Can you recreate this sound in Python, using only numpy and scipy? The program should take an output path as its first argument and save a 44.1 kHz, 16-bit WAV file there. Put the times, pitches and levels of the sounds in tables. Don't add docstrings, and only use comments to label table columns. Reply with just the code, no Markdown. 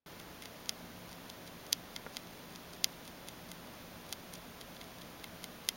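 import sys
import numpy as np
from scipy import signal
from scipy.fft import rfft, irfft
from scipy.io import wavfile

SR = 44100
rng = np.random.default_rng(int(sys.argv[2]) if len(sys.argv) > 2 else 0)


def dump_mix(stems):
    frames = np.atleast_2d(stems).T
    limited = np.clip(frames, -1, 1)
    pcm = np.round(limited * 32767).astype(np.int16)
    wavfile.write(sys.argv[1], SR, pcm)


N = 254016
RING_TIME = np.arange(2048) / SR

# frequency in Hz, relative level in dB.
ROOM_SPECTRUM = [(20, -8.5), (45, -1.5), (90, -1), (140, 0.5), (300, 0), (400, -2.5), (620, -1.5),
                 (900, -5.5), (1500, -8), (2600, -11.5), (4500, -15.5), (6500, -19), (9000, -43),
                 (16000, -16.5)]
# centre in Hz, half-width in Hz, rms level in dB.
ROOM_RESONANCES = [(171.6, 6.5, -66.5), (238.5, 12, -65), (633, 23, -75), (3400, 330, -70), (3930, 95, -79)]
# frequency in Hz, rms level in dB.
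STEADY_TONES = [(176, -64), (247, -74), (604, -75.5), (1007.3, -73), (15734, -85)]
# frequency in Hz, relative peak height in dB, t60 in seconds.
BLADE_MODES = [(860, 0, 0.0074), (2104, 10.5, 0.026), (2667, 8, 0.016), (3183, 14, 0.026),
               (3434, 18, 0.0093), (3950, 16, 0.0083), (4610, 17, 0.0046), (5010, 14.5, 0.0066),
               (5850, 16.5, 0.006), (6380, 14.5, 0.0088), (6630, 4, 0.0082), (8650, 9, 0.0057),
               (9700, 8.5, 0.0024), (10400, 12.5, 0.014), (11740, 8.5, 0.016), (12800, -1, 0.0054),
               (14300, 0, .007), (15000, -29, .005)]
REGISTERS_HZ = [2170, 3770, 5360, 9600]
# time of the snap in seconds, relative energy in dB,
# boosts of the low ping, upper modes and treble in dB, squeeze before the snap in seconds.
BITES = [(0.2, -26, 17, -8, -1, 0.0031), (0.423, -24.5, 22, -7, -3, .003), (0.4565, -22, 9, -9, -15, .0197),
         (0.6933, -6.5, 6, 6.5, -10, 0.035), (1.1295, -29, 0, 6, -8, 0.037),
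         (1.2999, -21.5, -2, -14, -16, 0.004), (1.477, -29, 6, -12, -16, .003),
         (1.7292, -0.5, -4, -0.5, -0.5, 0.063), (1.963, -14.5, 7, -9, -34, 0.0028),
         (2.1688, -13, 7, -6, -17, 0.021), (2.5594, -24.5, 13, -2, -21, .007),
         (2.7353, -28.5, 1, 2, -3, 0.0034), (2.8435, 0.5, 7.5, 4.5, -4, 0.0034),
         (3.0776, -26, 17, -10, 4, 0.024), (3.286, -20, 9, -8, 2, 0.011), (3.5164, -20.5, 18, 2, 3, 0.026),
         (4.1265, -12, 8, -2, 2, .0334), (4.133, -22, -8, -6, -8, .003), (4.338, -22, 17, 5, 13, 0.0033),
         (4.3545, -29, -2, 5, -1, .003), (4.6127, -23.5, 3, -18, -10, 0.0038),
         (4.7679, -30, 0, -29, -22, 0.0029), (4.814, -24.5, 11, -24, -22, 0.0028),
         (5.0187, -28, -2, -25, -22, .003), (5.2422, -19, 19, -25, -2, 0.0037),
         (5.4418, -16.5, 16, -10, 1, .009), (5.6887, -2.5, 8.5, -1, -1, 0.002)]
# frequency in Hz, relative peak height in dB, t60 in seconds.
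BENDING_MODES = [(215, 8, 0.036), (446, 4, 0.02), (540, 6.5, .018), (820, 5.5, 0.012), (1140, -2.5, .012),
                 (1396, 8, 0.028), (1650, -10, 0.0092), (1920, -5, 0.0092), (2530, -16, .012)]
# start in seconds, relative energy in dB.
TAPS = [(2.0646, -18.5)]


def from_db(db):
    return 10 ** (np.asarray(db) / 20)


def unit_energy(x):
    return x / np.sqrt(np.sum(x ** 2) + 1e-20)


def butter(x, hz, kind, order=2):
    return signal.sosfilt(signal.butter(order, hz, kind, fs=SR, output="sos"), x)


def add(track, start_s, sound):
    at = int(np.clip(round(start_s * SR), 0, N - 1))
    track[at:at + len(sound)] += sound[:N - at]


def noise(gain):
    return unit_energy(irfft(rfft(rng.standard_normal(N)) * gain, N)) * np.sqrt(N)


def background(room_db=-51.5, hiss_db=-59):
    t = np.arange(N) / SR
    hz = np.fft.rfftfreq(N, 1 / SR)
    curve_hz, curve_db = np.transpose(ROOM_SPECTRUM)
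    spectrum_db = np.interp(np.log(hz + 1), np.log(curve_hz), curve_db)
    room = from_db(room_db) * noise(from_db(spectrum_db))
    resonances = sum(from_db(db) * noise(1 / (1 + ((hz - centre) / half_width) ** 2))
                     for centre, half_width, db in ROOM_RESONANCES)
    hiss = from_db(hiss_db) * noise(1)
    tones = sum(from_db(db) * np.sqrt(2) * np.sin(2 * np.pi * (pitch * t + rng.random()))
                for pitch, db in STEADY_TONES)
    return room + resonances + hiss + tones


def strike(modes, spread_db=1.5, detune=.008):
    hz, db, t60 = np.transpose(modes)
    strength, shift = rng.standard_normal((2, len(hz)))
    amplitude = from_db(db + spread_db * strength) / t60
    pitch = hz * (1 + detune * shift)
    decay = from_db(-60 * RING_TIME / t60[:, None])
    return amplitude @ (decay * np.cos(2 * np.pi * pitch[:, None] * RING_TIME))


def disperse(x, centre_hz=4300, width_hz=4200):
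    radius = np.exp(-np.pi * width_hz / SR)
    denominator = [1, -2 * radius * np.cos(2 * np.pi * centre_hz / SR), radius ** 2]
    return signal.lfilter(denominator[::-1], denominator, x)


def snap(colour_db, radiate_hz=1700, splinter_db=-13, splinter_s=0.00083, top_hz=15950):
    hz, db, t60 = np.transpose(BLADE_MODES)
    ping_db, upper_db, treble_db = colour_db
    boost_db = np.interp(np.log(hz), np.log(REGISTERS_HZ), [ping_db, 0, upper_db, treble_db])
    burst = rng.standard_normal(len(RING_TIME)) * np.exp(-RING_TIME / splinter_s)
    splinters = from_db(splinter_db) * unit_energy(burst)
    ring = strike(np.column_stack([hz, db + boost_db, t60]))
    ring = ring + signal.fftconvolve(ring, splinters)[:len(RING_TIME)]
    ring = disperse(butter(ring, radiate_hz, "high"))
    return unit_energy(butter(ring, top_hz, "low", order=4))


def rasp(lead_s=0.007, lead_share=.4, trail_s=0.0055, pressed_per_s=520, idle_per_s=16,
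         crack_db=-41, spread_db=3.5, colour_db=(2, -3, -1), places=6):
    t = np.arange(N) / SR
    pressure = np.zeros(N)
    for snap_s, *_, squeeze_s in BITES:
        rise_s = lead_s + lead_share * squeeze_s
        pressure += np.exp(-np.maximum((snap_s - t) / rise_s, (t - snap_s) / trail_s))
    cracking = rng.random(N) < (idle_per_s + pressed_per_s * pressure) / SR
    sizes = from_db(crack_db + spread_db * np.clip(rng.standard_normal(N), -2, 2))
    cracks = cracking * sizes * rng.choice([-1, 1], N)
    place = rng.integers(0, places, N)
    colours = np.array(colour_db) + rng.uniform(-4, 4, (places, len(colour_db)))
    return sum(signal.oaconvolve(cracks * (place == k), snap(colours[k]))[:N] for k in range(places))


def tear(colour_db, swell_s=0.0027, samples=400):
    cracks = rng.standard_normal(samples) * np.exp(-RING_TIME[:samples] / swell_s)
    return samples / SR, unit_energy(signal.fftconvolve(cracks[::-1], snap(colour_db)))


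def bites(catch_db=-28.5, catch_follows=.15, tear_db=-34, tear_db_per_s=360,
          recoil_db=-13, recoil_limit_db=-24, recoil_band_hz=(650, 1600)):
    out = np.zeros(N)
    for snap_s, db, *colour_db, squeeze_s in BITES:
        recoil = unit_energy(butter(strike(BENDING_MODES), recoil_band_hz, "band"))
        recoil_gain = from_db(min(db + recoil_db, recoil_limit_db))
        lead_s, crackle = tear(colour_db)
        tear_gain = from_db(db + tear_db + tear_db_per_s * squeeze_s)
        catch = from_db(catch_db + catch_follows * db) * snap(colour_db)
        add(out, snap_s - squeeze_s, catch)
        add(out, snap_s - lead_s, tear_gain * crackle)
        add(out, snap_s, from_db(db) * snap(colour_db) + recoil_gain * recoil)
    return out


def leaf_tap(contact_hz=2200, settle_s=0.0042, settle_db=-7):
    out = np.zeros(N)
    for start_s, db in TAPS:
        for delay_s, drop_db in ((0, 0), (settle_s, settle_db)):
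            knock = unit_energy(butter(strike(BENDING_MODES), contact_hz, "low", order=4))
            add(out, start_s + delay_s, from_db(db + drop_db) * knock)
    return out


def reflections(x, wet_db=-26, t60=0.059, build_s=0.0022, band_hz=(1800, 5000)):
    t = np.arange(SR // 4) / SR
    envelope = from_db(-60 * t / t60) * (1 - np.exp(-t / build_s))
    wash = butter(rng.standard_normal(len(t)) * envelope, band_hz, "band", order=1)
    return from_db(wet_db) * signal.fftconvolve(x, unit_energy(wash))[:N]


def scene(close_db=1.5):
    leaf = from_db(close_db) * (bites() + rasp() + leaf_tap())
    return (leaf + reflections(leaf) + background())[None, :]


def record(dry, open_s=.061, muted_db=-42, notch_hz=7850, notch_width_hz=705, top_hz=15950):
    gate = np.where(np.arange(N) / SR < open_s, from_db(muted_db), 1)
    notch = signal.iirnotch(notch_hz, notch_hz / notch_width_hz, fs=SR)
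    notched = signal.lfilter(*notch, signal.lfilter(*notch, dry * gate))
    return signal.sosfilt(signal.ellip(12, .2, 80, top_hz, fs=SR, output="sos"), notched)


dry = scene()
out = record(dry)
dump_mix(out)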